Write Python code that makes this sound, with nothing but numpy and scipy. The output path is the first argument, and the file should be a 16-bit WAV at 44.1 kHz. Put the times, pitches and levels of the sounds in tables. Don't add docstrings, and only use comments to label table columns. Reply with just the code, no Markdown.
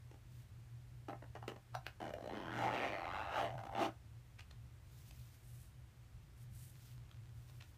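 import sys
import numpy as np
from scipy import signal
from scipy.fft import rfft, irfft, next_fast_len
from scipy.io import wavfile
from scipy.ndimage import map_coordinates

SR = 44100
rng = np.random.default_rng(int(sys.argv[2]) if len(sys.argv) > 2 else 0)


def transcribe(u):
    v = np.clip(np.atleast_2d(u).T, -1, 1)
    q = np.round(v * 32767).astype(np.int16)
    wavfile.write(sys.argv[1], SR, q)


N = 342789
TIME = np.arange(N) / SR

# (frequency [Hz], level [dB])
AIR_SPECTRUM = [(150, -15.5), (300, -9), (450, -13), (700, -14), (1100, -15.5), (2000, -17), (5000, -24),
                (10000, -27), (15000, -30.5)]
# (frequency [Hz], level [dB])
RUMBLE_SPECTRUM = [(20, -21.5), (33, -15), (45, -1.5), (70, 2), (100, 1), (135, -6), (165, -12.5),
                   (230, -19), (310, -30), (800, -84)]
# (frequency [Hz], time to fall by 60 dB [s])
ROOM_DECAY = [(200, 0.16), (1000, 0.18), (3000, 0.14), (12000, 0.16)]

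# (frequency [Hz], level [dB])
CORK_SPECTRUM = [(500, -34), (1200, -5), (3000, 2), (6000, 2), (15500, 1.5)]
# (middle [s], length [s], level [dB], lift of the hiss's peak [dB])
PALM_STROKES = [(0.376, 0.14, -72.5, -3), (5.124, 0.5, -68.5, -2), (5.346, 0.05, -75, 3),
                (5.564, 0.28, -69.5, 6), (6.41, 0.09, -72, 5), (6.625, 0.19, -64.5, 7),
                (6.86, 0.22, -68, -1.5), (7.554, 0.4, -73, 0)]
STROKE_FLATNESS = 3.6
HISS_HZ, HISS_OCTAVES = 9600, 0.35

# (start [s], end [s], relative level [dB])
CRINKLE_SPANS = [(4.896, 5.645, -86.5), (6.752, 7.307, -79.5), (7.452, 7.71, -81)]
# (frequency [Hz], level [dB])
SKIN_SPECTRUM = [(150, -12), (600, 1.5), (1800, 3.5), (3500, 1), (7000, -8.5), (15000, -22.5)]
# (time [s], relative level [dB], scuff [s], ring [Hz], lift [dB])
NAIL_TAPS = [(4.394, -38.5, 0.0043, 2500, 8), (4.4073, -39, 0.0018, 2660, 15),
             (4.512, -44.5, 0.0026, 4060, 6), (5.111, -41.5, 0.0011, 1800, 5),
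             (6.882, -51, 0.0023, 4170, 15), (7.114, -47, 0.0011, 3430, 10),
             (7.498, -49.5, 0.0012, 4270, 8), (7.611, -42.5, 0.0042, 2430, 8),
             (7.624, -44.5, 0.0013, 4300, 5)]

# (time [s], relative level [dB], low ring [Hz], lift [dB], high ring [Hz], lift [dB])
TAB_CLICKS = [(1.744, -37, 805, 16, 1240, 18), (1.750, -28, 1300, 20.5, 4440, -2),
              (1.7518, -23, 775, 20, 1250, 16), (1.866, -28.5, 1480, 9.5, 2660, 11)]
# (frequency [Hz], level [dB])
TAB_SPECTRUM = [(120, -40), (320, 5.5), (480, 0.5), (750, 7), (1000, -1.5), (1550, 0.5), (3400, -4.5),
                (4300, -0.5), (7000, -16.5), (15000, -18)]
# (frequency [Hz], level [dB], time to fall by 60 dB [s])
FREE_TAB_MODES = [(4350, -63, 0.099), (5850, -61, 0.1)]
FLICK_S = 1.751

# (frequency [Hz], level [dB])
POUCH_SPECTRUM = [(100, -33), (170, -2.5), (330, 2.5), (460, -3.5), (620, 2.5), (800, 1), (1050, -4.5),
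                  (1550, -9.5), (1900, -11.5), (2280, -18.5), (2700, -19.5), (3200, -20.5), (3600, -24),
                  (5000, -31), (6000, -29), (7500, -35.5), (15000, -42)]
# (time [s], level against the rasp [dB])
WALL_BOOM = [(1.1, 1.5), (1.36, -8.5), (1.49, 0.5), (2.05, 4.5), (2.2, 6.5), (2.45, 1), (2.85, -6),
             (3.3, -16.5), (3.44, -6), (3.7, -7.5), (3.87, -1.5)]
# (time [s], frequency [Hz], lift [dB])
CORK_PANELS = [(0.12, 640, 3.5), (1.1, 1130, 3), (1.5, 445, 10.5), (2.05, 1530, 7.5), (2.17, 620, 7.5),
               (2.35, 372, 1.5), (2.5, 1470, 13), (2.66, 840, 6.5), (2.82, 2370, 7), (2.98, 2090, 3.5),
               (3.14, 1200, 7), (3.37, 1400, 10), (3.45, 698.8, 4), (3.82, 1510, 1)]
PANEL_OCTAVES = 0.19
# (frequency [Hz], lift [dB])
NARROW_RINGS = [(245, -10), (329, 6), (690, 4.5), (788, 5), (860, 6.5), (1301, 3), (1880, 4.5), (2075, 4),
                (5560, 5)]
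RING_OCTAVES = 0.022
# (time [s], low ring [Hz], lift [dB], high ring [Hz], lift [dB])
TAPE_GLIDES = [(1.5, 2850, 5, 4150, 1.5), (2.1, 2930, 11, 4150, 2), (2.27, 3000, 7, 4100, 12),
               (2.43, 3110, 10, 4300, 4), (2.6, 3070, -3, 4400, -3), (2.83, 2480, 6.5, 4746, 5),
               (3.05, 2561, 5, 4020, 8.5), (3.31, 2715, 11, 3804, 1.5), (3.55, 2901, 5, 4296, 2),
               (3.85, 2641, 5.5, 4800, 5)]
TAPE_OCTAVES = 0.064
CREASE_DB, CREASE_HZ, CREASES_PER_S = 3, 166.7, 7

# (time [s], teeth [count], speed [teeth/s], first tooth [relative dB], last tooth [relative dB],
# treble against the rasp [dB])
SLIDER_TUGS = [(0.114, 2, 35, -43, -45.5, -5), (1.086, 4, 100, -28, -37.5, -13),
               (1.131, 1, 70, -29, -31, -25), (1.225, 2, 62, -35.5, -40, -17),
               (1.353, 3, 108, -30.5, -36, -11.5), (1.427, 2, 81, -32.5, -38, -15),
               (1.480, 3, 110, -26, -36, -1.5), (1.518, 2, 22, -34.5, -36.5, -9),
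               (2.004, 3, 83, -32, -30, -8.5), (2.041, 6, 78, -32.5, -33.5, -6.5),
               (2.138, 1, 80, -32, -28, -1.5), (2.15, 3, 59, -40, -34.5, -10), (2.209, 5, 60, -37, -33, -7),
               (3.513, 4, 74, -32, -34, -14.5), (3.580, 4, 92, -29.5, -34.5, -12.5),
               (3.637, 3, 62, -27, -29, -14), (3.694, 1, 47, -30.5, -30.5, -18),
               (3.715, 3, 94, -33, -27, -15)]
# (time [s], speed [teeth/s], relative rasp level [dB], the teeth's treble against the rasp [dB])
TOP_PULL = [(2.296, 65, -52, -7), (2.351, 110, -49, -7), (2.39, 97, -54, -4), (2.492, 78, -50, -8),
            (2.532, 100.5, -49.5, -4), (2.605, 180, -42.5, -6), (2.655, 165, -39, -7),
            (2.70, 91, -41, -8.5), (2.745, 129, -42, -5), (2.80, 119.6, -42.5, -7.5), (2.852, 143, -40, -8),
            (2.906, 106, -46, -6), (3.034, 81, -48, -8), (3.15, 93.4, -45.5, -7), (3.2, 112, -44.5, -6.5),
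            (3.28, 91.5, -48.5, -6.5), (3.381, 234, -38, -9), (3.44, 166, -40.5, -9),
            (3.505, 83.6, -52, -6.5)]
# (time [s], speed [teeth/s], relative rasp level [dB], the teeth's treble against the rasp [dB])
CORNER_PULL = [(3.752, 87.65, -46, -10), (3.775, 148.3, -42, -11.5), (3.818, 372.5, -36.5, -10),
               (3.86, 327.6, -42, -6.5), (3.895, 181, -53, -23)]
EASY_SPEED = 105
PARTNER_DB, PARTNER_DB_PER_OCTAVE, PARTNER_MAX_DB = -11.5, 10.5, -6
FIZZ_DB, FIZZ_DB_PER_OCTAVE = -9.5, 4.5
BUNCH_S, BUNCH_WIDTH_S, BUNCH_DB = 3.34, 0.079, 8

TOP_HZ = 15400


def amp(db):
    return 10 ** (np.asarray(db) / 20)


def unit(x):
    return x / np.sqrt(np.mean(x ** 2) + 1e-20)


def along(points, hz):
    f, v = np.transpose(points)
    return np.interp(np.log(hz + 1), np.log(f + 1), v)


def at(rows, s):
    knots, *columns = np.transpose(rows)
    return [np.interp(s, knots, column) for column in columns]


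def bump(hz, centre, octaves):
    return np.exp(-.5 * (np.log2((hz + 1) / centre) / octaves) ** 2)


def filtered(x, response):
    size = next_fast_len(N + SR // 2)
    hz = np.fft.rfftfreq(size, 1 / SR)
    return irfft(rfft(x, size) * response(hz), size)[:N]


def noise(spectrum):
    return unit(filtered(rng.standard_normal(N), lambda hz: amp(along(spectrum, hz))))


def wobble(rate):
    points = rng.standard_normal(int(N * rate / SR) + 4)
    return map_coordinates(points, [TIME * rate])


def ring(gain, lag=0.000721, size=2048):
    hz = np.fft.rfftfreq(size, 1 / SR)
    cepstrum = irfft(np.log(np.maximum(gain(hz), 1e-6)))
    cepstrum[1:size // 2] *= 2
    cepstrum[size // 2 + 1:] = 0
    bending = 4 * np.pi * np.sqrt(1000 * hz)
    h = irfft(np.exp(rfft(cepstrum) - 1j * lag * bending))
    return h / np.linalg.norm(h)


def contact(scrape_hz, rise, fall, grit=1.0, rattle=0.0, rattle_s=0.001834, size=2048):
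    t = (np.arange(size) - size // 2) / SR
    swell = np.exp(-np.abs(t) / np.where(t < 0, rise, fall))
    scrape = rng.standard_normal(size) * swell
    push = 1.0 * (t == 0)
    rattle_times = rattle_s * np.array([-1, 1]) * (.5 + rng.random(2))
    places = np.searchsorted(t, np.clip(rattle_times, t[0], t[-1]))
    push[places] += rattle * rng.choice([-1, 1], 2)
    push /= np.linalg.norm(push)
    scrape /= np.linalg.norm(scrape)
    angle = min(grit, 1) * np.arctan(np.fft.rfftfreq(size, 1 / SR) / scrape_hz)
    return irfft(np.cos(angle) * rfft(push) + np.sin(angle) * rfft(scrape))


def add(track, s, touch, body):
    sound = signal.fftconvolve(touch, body)
    start = max(round(s * SR) - len(touch) // 2, 0)
    part = track[start:][:len(sound)]
    part += sound[:len(part)]


def room(x, delay=.009):
    hz, t, z = signal.stft(rng.standard_normal(SR // 2), SR, nperseg=256)
    decay = amp(-60 * t / along(ROOM_DECAY, hz)[:, None])
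    tail = signal.istft(z * decay, SR, nperseg=256)[1]
    tail = np.pad(tail / np.linalg.norm(tail), (round(delay * SR), 0))
    return signal.fftconvolve(x, tail)[:N]


def background(air_db=-72, rumble_db=-60, hum_hz=119, hum_width_hz=4, hum_db=-57.5, whine_hz=330, whine_db=-87):
    def tone(centre):
        return unit(filtered(rng.standard_normal(N), lambda hz: 1 / (1 + ((hz - centre) / hum_width_hz) ** 2)))

    steady = np.cos(np.angle(signal.hilbert(tone(hum_hz))))
    drone = steady * amp(5.2 * wobble(12.0))
    hum = unit(filtered(drone, lambda hz: bump(hz, hum_hz, 0.54)))
    rumble = unit(noise(RUMBLE_SPECTRUM) * amp(1.8 * wobble(6)))
    air = noise(AIR_SPECTRUM)
    return amp(air_db) * air + amp(rumble_db) * rumble + amp(hum_db) * hum + amp(whine_db) * tone(whine_hz)


def palms(grain_db=1.5, flutter_db=1.3):
    skin = noise(CORK_SPECTRUM) * amp(grain_db * wobble(400) + flutter_db * wobble(45))
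    out = np.zeros(N)
    for s, length, db, lift_db in PALM_STROKES:
        swell = np.exp(-np.abs(2 * (TIME - s) / length) ** STROKE_FLATNESS)
        hiss = unit(filtered(skin, lambda hz: amp(lift_db * bump(hz, HISS_HZ, HISS_OCTAVES))))
        out += amp(db) * swell * hiss
    return out


def crinkles(per_second=90, scatter_db=4):
    grip = sum(amp(db) * (TIME > start) * (TIME < end) for start, end, db in CRINKLE_SPANS)
    strength = amp(scatter_db * np.clip(rng.standard_normal(N), -2, 2))
    ticks = (rng.random(N) < per_second / SR) * strength
    skin = ring(lambda hz: amp(along(SKIN_SPECTRUM, hz)))
    return grip * unit(signal.fftconvolve(ticks, skin)[:N])


def nails(level_db=10, octaves=0.15, lag=0.00034):
    out = np.zeros(N)
    for s, db, scuff_s, ring_hz, lift_db in NAIL_TAPS:
        body = ring(lambda hz: amp(along(SKIN_SPECTRUM, hz) + lift_db * bump(hz, ring_hz, octaves)), lag=lag)
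        touch = contact(scrape_hz=500, rise=scuff_s, fall=scuff_s)
        add(out, s, amp(db + level_db) * touch, body)
    return out


def jingle(attack_s=0.00055):
    t = np.maximum(TIME - FLICK_S, 0)
    modes = sum(amp(db - 60 * t / t60) * np.sin(2 * np.pi * hz * t) for hz, db, t60 in FREE_TAB_MODES)
    return (1 - np.exp(-t / attack_s)) * modes


def clicks(level_db=10, octaves=0.25, rub_db=-12):
    out = np.zeros(N)
    for s, db, low_hz, low_db, high_hz, high_db in TAB_CLICKS:
        def gain(hz):
            lifts_db = low_db * bump(hz, low_hz, octaves) + high_db * bump(hz, high_hz, octaves)
            return amp(along(TAB_SPECTRUM, hz) + lifts_db)

        hit = contact(scrape_hz=2400, rise=0.00023, fall=0.0046, grit=0.6)
        rub = contact(scrape_hz=200, rise=0.009, fall=0.013)
        add(out, s, amp(db + level_db) * (hit + amp(rub_db) * rub), ring(gain, lag=0.0005))
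    return out


def pouch(s, creases, snap_db, fizz_db=0, fizz_hz=4500):
    boom_db, = at(WALL_BOOM, s)
    low_hz, low_db, high_hz, high_db = at(TAPE_GLIDES, s)
    times = np.transpose(CORK_PANELS)[0]
    nearness = [np.interp(s, times, row) for row in np.eye(len(times))]

    def gain(hz):
        rings_db = sum(db * bump(hz, centre, RING_OCTAVES) for centre, db in NARROW_RINGS)
        rings_db += low_db * bump(hz, low_hz, TAPE_OCTAVES) + high_db * bump(hz, high_hz, TAPE_OCTAVES)
        crease_place = [np.full_like(hz, s * CREASES_PER_S), hz / CREASE_HZ]
        rings_db += CREASE_DB * map_coordinates(creases, crease_place, order=1, mode='mirror')
        panel_db = sum(near * db * bump(hz, centre, PANEL_OCTAVES)
                       for near, (_, centre, db) in zip(nearness, CORK_PANELS) if near > 0)
        fizz = fizz_db * hz ** 4 / (hz ** 4 + fizz_hz ** 4)
        voice = amp(along(POUCH_SPECTRUM, hz) + rings_db + fizz)
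        walls = 1 / (1 + (hz / 550) ** 8)
        teeth = 1 - 1 / (1 + (hz / 2200) ** 8)
        shares = (walls, 1 - walls - teeth, teeth)
        power = sum(amp(2 * db) * np.abs(share) / np.sum(share * voice ** 2)
                    for share, db in zip(shares, (boom_db, 0, snap_db)))
        return voice * amp(panel_db) * np.sqrt(power)

    return ring(gain) * np.sqrt(1 + amp(2 * boom_db) + amp(2 * snap_db))


def tugs(creases, level_db=6, rise_s=0.0012, fall_s=0.0027):
    out = np.zeros(N)
    for start, teeth, speed, first_db, last_db, snap_db in SLIDER_TUGS:
        for k, db in enumerate(np.linspace(first_db, last_db, round(teeth))):
            s = start + k / speed
            touch = contact(scrape_hz=700, rise=rise_s, fall=fall_s, grit=0.64, rattle=1.0)
            add(out, s, amp(db + level_db) * touch, pouch(s, creases, snap_db))
    return out


def zipper(creases, easy_jitter=.04, jitter_growth=1.3, scatter_db=1.0, partner_lag=.48, level_db=-1.2,
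           rise=0.19, fall=0.17):
    out = np.zeros(N)
    for pull in (TOP_PULL, CORNER_PULL):
        speed, rasp_db, snap_db = at(pull, TIME)
        moving = (TIME >= pull[0][0]) * (TIME <= pull[-1][0])
        passed = np.cumsum(speed * moving) / SR
        starts = np.flatnonzero(np.diff(np.ceil(passed)))
        for i, chance in zip(starts, rng.standard_normal((len(starts), 4))):
            gap = 1 / speed[i]
            jitter = easy_jitter * (speed[i] / EASY_SPEED) ** jitter_growth
            s = TIME[i] + jitter * gap * chance[0]
            partner_s = s + gap * (partner_lag + 2 * jitter * chance[2])
            haste = np.log2(speed[i] / EASY_SPEED)
            bunching = np.exp(-.5 * ((s - BUNCH_S) / BUNCH_WIDTH_S) ** 2)
            partner_db = min(PARTNER_DB + PARTNER_DB_PER_OCTAVE * haste, PARTNER_MAX_DB) + BUNCH_DB * bunching
            share = np.sqrt(SR * gap / (1 + amp(2 * partner_db)))
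            body = pouch(s, creases, snap_db[i], FIZZ_DB + FIZZ_DB_PER_OCTAVE * haste)
            body = body * amp(rasp_db[i] + level_db) * share
            tooth = contact(scrape_hz=1200, rise=rise * gap, fall=fall * gap,
                            grit=0.53, rattle=0.78, rattle_s=0.000997)
            partner = contact(scrape_hz=400, rise=.2 * gap, fall=.25 * gap)
            add(out, s, amp(scatter_db * chance[1]) * tooth, body)
            add(out, partner_s, amp(partner_db + scatter_db * chance[3]) * partner, body)
    return out


def scene():
    creases = rng.standard_normal(size=(128, 128))
    teeth = zipper(creases) + tugs(creases)
    handling = clicks() + jingle() + nails() + crinkles()
    echo = room(amp(-8.0) * teeth + amp(-7.5) * handling)
    return (teeth + handling + echo + palms() + background())[None]


def record(dry, notch_hz=10450, notch_db=-5, notch_octaves=0.031):
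    def response(hz):
        return amp(notch_db * bump(hz, notch_hz, notch_octaves)) * (hz < TOP_HZ)

    return np.array([filtered(channel, response) for channel in dry])


dry = scene()
out = record(dry)
transcribe(out)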